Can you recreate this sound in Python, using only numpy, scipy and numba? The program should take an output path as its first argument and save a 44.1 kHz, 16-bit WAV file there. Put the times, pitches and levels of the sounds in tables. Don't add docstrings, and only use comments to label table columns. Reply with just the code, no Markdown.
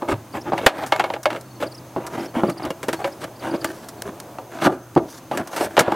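import sys
import numpy as np
from scipy import signal
from scipy.fft import rfft, irfft
from scipy.io import wavfile
from scipy.ndimage import uniform_filter1d
from numba import njit

SR = 44100
rng = np.random.default_rng(int(sys.argv[2]) if len(sys.argv) > 2 else 0)


def digitize_waveform(pressure):
    field = np.atleast_2d(pressure).T
    bounded = np.clip(field, -1, 1)
    quanta = np.round(bounded * 32767).astype(np.int16)
    wavfile.write(sys.argv[1], SR, quanta)


N = 262395
TIME = np.arange(N) / SR

# [f/Hz, relative density/dB]
AIR_COLOUR = [(25, -46), (55, -14), (90, 1.5), (130, 0.5), (260, 0), (330, 4.5), (470, -13.5), (600, -9),
              (950, -6), (1800, -16.5), (4000, -22), (16000, -29)]
# [t/s, hum level/dB, traffic level/dB]
BACKGROUND_LEVELS = [(0, -51, -45), (0.9, -48.5, -56), (1.801, -44, -48.5), (2.8, -51.5, -45),
                     (3.5, -49, -44), (4.3, -54, -41), (4.9, -48.5, -53.5), (5.95, -86, -44)]
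# [f/Hz, relative density/dB]
SELF_NOISE_COLOUR = [(25, 10), (150, 4), (400, -2), (1500, -6.5), (16000, 1.5)]
# [start t/s, length t/s, rubbing level/dB, drumming re rubbing level/dB, hiss re rubbing level/dB]
HAND_STROKES = [(0, 0.04, -31, -13, -24), (0.076, 0.045, -22.5, 0, -16.5), (0.332, 0.041, -25, -2.5, -22),
                (0.437, 0.062, -30, 0.5, -26.5), (0.525, 0.16, -28.5, -0.5, -19.5),
                (0.67, .17, -28, -6, -19), (0.838, 0.32, -35.5, -4.5, -19), (1.292, 0.09, -37.5, 2, -17),
                (1.599, 0.039, -27, 1, -13), (1.98, 0.097, -34, -4, -29), (2.094, 0.097, -28.5, -1, -19),
                (2.172, 0.084, -30.5, 1, -17), (2.334, 0.069, -27, -2.5, -22.5),
                (2.411, 0.083, -29.5, 6.5, -19), (2.554, 0.12, -30, -2, -24),
                (2.989, 0.03, -28.5, -16, -22), (3.036, 0.041, -26.5, -6, -18),
                (3.201, 0.037, -29.5, -2.5, -13.5), (3.399, 0.096, -29, -2.5, -18),
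                (3.508, 0.053, -26.5, 4, -23), (3.586, 0.13, -38, 2, -9), (3.697, 0.15, -48.5, 4, -2),
                (4.047, .04, -34, 4, -16), (4.495, 0.21, -32, -4, -16), (4.605, 0.058, -17.5, -1, -15),
                (4.709, 0.033, -29.5, 1, -18), (5.062, 0.12, -51, -6, 6), (5.303, 0.098, -27.5, -0.5, -19),
                (5.444, 0.052, -36.5, -9, -24), (5.504, 0.082, -30.5, -13, -9.5),
                (5.587, 0.073, -24.5, -2, -9), (5.677, 0.1, -37.5, 0, -13), (5.794, 0.16, -25.5, -6.5, -25)]
# [T60/s] for drumming, knock, crack, tick
RELEASE_TIMES = [0.2, 0.15, 0.11, 0.072]
RANGE_EDGES = [450, 1500, 5000]
# [f/Hz, T60/s, relative level/dB]
LINER_MODES = [(168, 0.26, -20), (278.3, 0.17, -7), (336.9, 0.21, 10.5), (361, 0.031, 0), (558, 0.017, 5),
               (641, 0.22, 5), (760, 0.03, 0), (841, 0.037, 1.5), (960, 0.19, 5.5), (1177, 0.075, -5),
               (1420, 0.21, -35), (1676, 0.43, -1), (2186, 0.078, 1.5), (2794, 0.047, -3.5),
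               (3540, 0.066, -17), (4630, 0.082, -6)]
# [f/Hz, level/dB]
SHEET_COLOUR = [(30, -30), (70, -10.5), (130, -2), (300, 1.5), (480, 0.5), (650, 6.5), (1200, 1),
                (2000, -9.5), (3200, -12.5), (5000, -21.5), (8000, -24.5), (13000, -29), (16000, -39)]
# [t/s, strength level/dB, hardness/(dB per range), rattle T60/s]
SHEET_KNOCKS = [(0.0211, -23.5, -0.5, 0.048), (0.0882, -24.5, 3.5, 0.068), (0.533, -19, 2, 0.057),
                (1.962, -21, -3, 0.14), (2.434, -15, -5.5, 0.044), (3.538, -29, -4, 0.026),
                (4.385, -29, 5.5, 0.056), (4.668, -10, -1.5, 0.061), (4.962, -11.5, -7.5, 0.11),
                (4.976, -18, 2.5, 0.067), (5.313, -20.5, 4, 0.091), (5.608, -17.5, 4, 0.063),
                (5.88, -15, -4.5, 0.018), (5.92, -16, 4, 0.032)]
# [t/s, strength level/dB, hardness/(dB per range), rattle T60/s]
EDGE_SNAPS = [(0.5198, -19.5, -11.5, 0.11), (0.579, -25.5, 3.5, 0.064), (0.6658, -3.5, 4.5, 0.086),
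              (0.788, -38.5, 3, .1), (0.922, -13, 1, 0.073), (0.962, -32.5, 7.5, 0.018),
              (0.9956, -15, 1, 0.077), (1.007, -25.5, -7, 0.029), (1.04, -22, 1, 0.043),
              (1.056, -34, -2, 0.05), (1.102, -22.5, -6.5, .03), (1.1373, -26.5, 1.5, 0.049),
              (1.163, -29.5, -7, 0.027), (1.2558, -15, 1, .055), (1.303, -28.5, 3.5, 0.077),
              (1.329, -33, 3.5, 0.022), (1.348, -29.5, -5, .06), (1.361, -32, 2.5, 0.059),
              (1.625, -22.5, -0.5, 0.062), (3.044, -24.5, 2.5, 0.055), (4.62, -23, -1, 0.1),
              (5.768, -16, 2.5, 0.38), (5.778, -8, -7, 0.099)]
# [t/s, strength level/dB, hardness/(dB per range), rattle T60/s]
CLIP_CLICKS = [(0.6627, -11.5, -4, 0.079), (0.863, -41, 3, 0.11), (1.231, -49, 6.5, 0.06),
               (1.41, -58, 7.5, 0.04), (2.066, -41.5, 3.5, 0.056), (2.497, -30.5, -2.5, 0.057),
               (2.651, -31, -4, 0.046), (2.704, -25, -6.5, 0.047), (2.83, -30.5, -2.5, 0.071),
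               (2.8835, -20, -6, 0.086), (2.929, -24.5, -3, 0.065), (3.241, -29.5, -5, 0.044),
               (3.6444, -22, -2.5, 0.042), (3.886, -50, 7, 0.061), (4.0209, -40, 5, 0.011),
               (4.201, -46.5, 5.5, 0.019), (4.952, -49.5, 2, .02), (5.373, -26, -2.5, 0.045),
               (5.474, -45.5, 3.5, 0.051), (5.563, -27, -1, 0.18), (5.792, -8, -1.5, 0.075),
               (5.805, -8.5, -5, 0.051)]
# [drumming, knock, crack, tick relative level/dB]
KNOCK_COLOUR = [-5, -1, -20, -37.5]
SNAP_COLOUR = [-17.5, 0, -6.5, -26.5]
CLICK_COLOUR = [-7, -1, -0.5, -4]
# [t/s, f/Hz, level/dB, T60/s]
BOOMS_AND_RINGS = [(0.112, 137, -19.5, 0.2), (0.129, 107, -20, 0.2), (0.661, 56, -11, 0.043),
                   (1.258, 612.5, -9, 0.11), (2.366, 239, -12, 0.11), (2.439, 203, -26.5, .16),
                   (3.047, 556, -11.5, 0.13), (4.672, 306, -14, 0.17), (4.964, 322, -16, 0.27),
                   (5.791, 265, -10, 0.18)]
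# [middle t/s, middle f/Hz, glide/octaves, relative level/dB]
BIRD_CHIRPS = [(0.333, 4600, -0.11, -43), (0.418, 5300, 0.1, -38), (1.673, 4700, -0.22, -36),
               (1.724, 4640, -0.31, -38), (1.752, 5280, -0.21, -36.5), (1.784, 4840, -.2, -38.5),
               (2.208, 5200, 0.058, -39), (2.262, 5300, .14, -38), (2.478, 4630, -0.17, -39),
               (2.525, 4680, -0.19, -42), (2.582, 4600, -0.15, -36), (2.636, 4700, -0.15, -34),
               (3.128, 5050, 0.19, -41), (3.365, 4750, 0.2, -47), (3.4, 4750, -.18, -43),
               (3.515, 4670, -.16, -38), (3.563, 4800, -.18, -39), (3.617, 4780, -.18, -35),
               (3.675, 4750, -0.12, -39)]
# [middle t/s, level/dB]
CRICKET_PULSES = [(1.465, -58), (1.515, -52), (1.565, -52), (2.289, -50), (2.975, -48), (3.03, -49),
                  (3.99, -55)]


def undb(db):
    return 10 ** (np.asarray(db) / 20)


def unit(x):
    return x / np.sqrt(np.mean(x ** 2) + 1e-20)


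def fade(t, t60):
    return np.exp(-np.log(1000) * t / max(t60, .002))


def add(track, s, x):
    i = int(np.clip(s * SR, 0, N - 1))
    track[i:i + len(x)] += x[:N - i]


def colour(x, points, size=4096):
    hz, db = np.transpose(points)
    grid = np.maximum(np.fft.rfftfreq(size, 1 / SR), 1)
    log_gain = np.log(undb(np.interp(np.log(grid), np.log(hz), db)))
    cepstrum = irfft(log_gain)
    cepstrum[1:size // 2] *= 2
    cepstrum[size // 2 + 1:] = 0
    response = irfft(np.exp(rfft(cepstrum)))
    return signal.fftconvolve(x, response)[:len(x)]


def ranges(x):
    a, b, c = RANGE_EDGES
    shapes = [(a, "low"), ([a, b], "band"), ([b, c], "band"), (c, "high")]
    filters = [signal.butter(3, hz, kind, fs=SR, output="sos") for hz, kind in shapes]
    return [signal.sosfilt(sos, x) for sos in filters]


def walk(rate):
    k = int(SR / rate)
    steps = np.repeat(rng.standard_normal(N // k + 1), k)
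    return unit(uniform_filter1d(steps, k)[:N])


def garage(x, room_db=-19, t60=0.85):
    t = TIME[:SR]
    tail = rng.standard_normal(len(t)) * fade(t, t60) * np.minimum(t / 0.01, 1)
    wet = signal.fftconvolve(x, tail / np.linalg.norm(tail))[:N]
    return x + undb(room_db) * colour(wet, [(400, -17.0), (1500, -1), (6000, -33)])


def air(level_db=-43.5):
    return unit(colour(rng.standard_normal(N), AIR_COLOUR)) * undb(level_db + 1.9 * walk(2.87))


def hum(mean_hz=124):
    s, level_db, _ = np.transpose(BACKGROUND_LEVELS)
    hz = mean_hz * (1 + 0.0383 * walk(25.15))
    tone = np.sin(2 * np.pi * np.cumsum(hz) / SR)
    return unit(tone * undb(1.3 * walk(14))) * undb(np.interp(TIME, s, level_db))


def traffic():
    s, _, level_db = np.transpose(BACKGROUND_LEVELS)
    points = [(100, -22), (350, 0), (650, 5.0), (900, -2.5), (1500, -14.5), (4000, -28.5)]
    return unit(colour(rng.standard_normal(N), points)) * undb(np.interp(TIME, s, level_db))


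def insect_trill(hz=6350, width_hz=250, level_db=-63.0):
    resonance = signal.iirpeak(hz, hz / width_hz, fs=SR)
    trill = unit(signal.lfilter(*resonance, rng.standard_normal(N)))
    return undb(level_db + 1.6 * walk(27.4)) * trill


def liner(force, modes_db, spread_db=4):
    t = TIME[:SR // 3]
    response = np.zeros(len(t))
    draws = rng.standard_normal((len(LINER_MODES), 2))
    for (hz, t60, db), (weight, bend) in zip(LINER_MODES, draws):
        bent_hz = hz * (1 + 0.014 * bend)
        decay = fade(t, t60)
        ring = np.cos(2 * np.pi * bent_hz * t) * decay
        response += undb(modes_db + db + spread_db * weight) * ring / np.sum(decay)
    response[0] += 1
    return colour(signal.fftconvolve(force, response)[:len(force)], SHEET_COLOUR)


def pulls(swell_share=.5, crack_share=0.53, crack_db=0, jerk_db=2, jerks_per_s=50):
    power = np.zeros((len(RELEASE_TIMES), N))
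    for start, length, rub, drum, hiss in HAND_STROKES:
        t = TIME[:int((length + max(RELEASE_TIMES)) * SR)]
        swell = np.sin(np.pi / 2 * np.minimum(t / (swell_share * length), 1))
        levels = rub + np.array([drum, 0, (1 - crack_share) * hiss + crack_db, hiss])
        for track, db, t60 in zip(power, levels, RELEASE_TIMES):
            release = fade(np.maximum(t - length, 0), t60)
            add(track, start, (undb(db) * swell * release) ** 2)
    return np.sqrt(power) * undb(jerk_db * walk(jerks_per_s))


def stick_slip(n, slips_per_s, smear_t60, hiss_db, slip_spread_db=3.0):
    t = TIME[:SR // 20]
    chance, size, sign = rng.random(n), rng.exponential(size=n), rng.choice([-1, 1], n)
    happens = chance < slips_per_s / SR
    height = undb(slip_spread_db * np.minimum(size, 2.5)) / np.sqrt(slips_per_s)
    smear = rng.standard_normal(len(t)) * fade(t, smear_t60)
    smear[0] = np.linalg.norm(smear) / 2
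    slips = signal.fftconvolve(happens * sign * height, smear)[:n]
    return unit(slips) + undb(hiss_db) * rng.standard_normal(n)


def scrapes(easy_slips_per_s=150, haste=.8, easy_db=-31):
    strength = pulls()
    parts, n = np.zeros((4, N)), SR // 5
    window = signal.windows.cosine(n)
    for start in np.arange(0, N / SR, n / 2 / SR):
        pull = np.interp(start + TIME[:n], TIME, strength[1])
        speed = np.maximum(1, pull / undb(easy_db)) ** haste
        coarse = stick_slip(n, easy_slips_per_s * speed, smear_t60=0.034, hiss_db=-12.0)
        fine = stick_slip(n, 1200, smear_t60=0.0032, hiss_db=-5.5)
        creak = colour(coarse, [(1500, -2.5), (3500, -3.5), (7000, -29.0)])
        grain = colour(fine, [(900, -13.5), (2500, -5.5), (5000, -6.5)])
        for part, band in zip(parts, ranges(liner(creak + grain, modes_db=4))):
            add(part, start, unit(band) * window)
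    return np.sum(parts * strength, axis=0)


def blows(rows, colour_db, rattle_db, tail_db, tail_t60):
    out, t = np.zeros(N), TIME[:SR // 3]
    for s, db, hardness_db, t60 in rows:
        rattle, tail = rng.standard_normal((2, len(t)))
        rattle = rattle * np.abs(rattle) * fade(t, t60)
        tail = colour(tail * fade(t, tail_t60), [(700, 2), (2000, -18.5), (6000, -10)])
        force = undb(rattle_db) * rattle / np.linalg.norm(rattle)
        force[0] += 1
        force = force / np.linalg.norm(force)
        force += undb(tail_db) * tail / np.linalg.norm(fade(t, tail_t60))
        tilt_db = hardness_db * (np.arange(len(colour_db)) - 1)
        gains = undb(db + np.array(colour_db) + tilt_db)
        for gain, band in zip(gains, ranges(liner(force, modes_db=6.5))):
            add(out, s, gain * band / np.std(band[:SR // 40]))
    return out


def knocks():
    return blows(SHEET_KNOCKS, KNOCK_COLOUR, rattle_db=8.5, tail_db=-8.0, tail_t60=0.26)


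def booms_and_rings(rise_s=0.0013):
    out, t = np.zeros(N), TIME[:SR // 2]
    for s, hz, db, t60 in BOOMS_AND_RINGS:
        tone = np.sin(2 * np.pi * hz * t) * fade(t, t60)
        add(out, s, undb(db) * tone * (1 - np.exp(-t / rise_s)))
    return out


def whistle(hz, octaves, length_s, overtone_db, waver=0.072):
    u = np.linspace(-.5, .5, int(length_s * SR))
    wobble = waver * unit(uniform_filter1d(rng.standard_normal(len(u)), size=40))
    phase = 2 * np.pi * np.cumsum(hz * 2 ** (octaves * u + wobble)) / SR
    return np.cos(np.pi * u) ** 2 * (np.sin(phase) + undb(overtone_db) * np.sin(2 * phase))


def bird(chirp_s=0.025, bird_db=-2):
    out = np.zeros(N)
    for s, hz, octaves, db in BIRD_CHIRPS:
        chirp = whistle(hz, octaves, chirp_s, overtone_db=-11.5)
        add(out, s - chirp_s / 2, undb(db + bird_db) * chirp)
    return garage(out, room_db=0, t60=.25)


def snaps():
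    return blows(EDGE_SNAPS, SNAP_COLOUR, rattle_db=9.5, tail_db=-9, tail_t60=0.27)


def clicks():
    return blows(CLIP_CLICKS, CLICK_COLOUR, rattle_db=14, tail_db=-6, tail_t60=0.082)


def cricket(pulse_s=0.045, hz=4420):
    out = np.zeros(N)
    for s, db in CRICKET_PULSES:
        pulse = whistle(hz, 0, pulse_s, overtone_db=-28, waver=0.013)
        add(out, s - pulse_s / 2, undb(db) * pulse)
    return garage(out, room_db=0, t60=.25)


def scene(self_noise_db=-54):
    near = garage(scrapes() + knocks() + booms_and_rings() + snaps() + clicks())
    far = air() + hum() + traffic() + insect_trill() + bird() + cricket()
    hiss = [unit(colour(noise, SELF_NOISE_COLOUR)) for noise in rng.standard_normal((2, N))]
    return near + far + undb(self_noise_db) * np.array(hiss)


@njit
def follow(x, attack, release):
    out, e = np.empty(len(x)), 0.
    for i in range(len(x)):
        e += (x[i] - e) * (attack if x[i] > e else release)
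        out[i] = e
    return out


def record(dry, ceiling_db=-4, attack_s=.00006, release_s=0.087, delay_s=.01, top_hz=15900):
    loudest = np.abs(dry).max(axis=0)
    peaks = follow(loudest, min(1., 1 / (attack_s * SR)), 1 / (release_s * SR))
    excess = np.maximum(0, peaks / undb(ceiling_db) - 1)
    late = follow(excess, 1 / (delay_s * SR), 1 / (delay_s * SR))
    held = np.clip(dry / (1 + late), -1, 1)
    return signal.sosfilt(signal.ellip(10, .2, 70, top_hz, fs=SR, output="sos"), held)


dry = scene()
out = record(dry)
digitize_waveform(out)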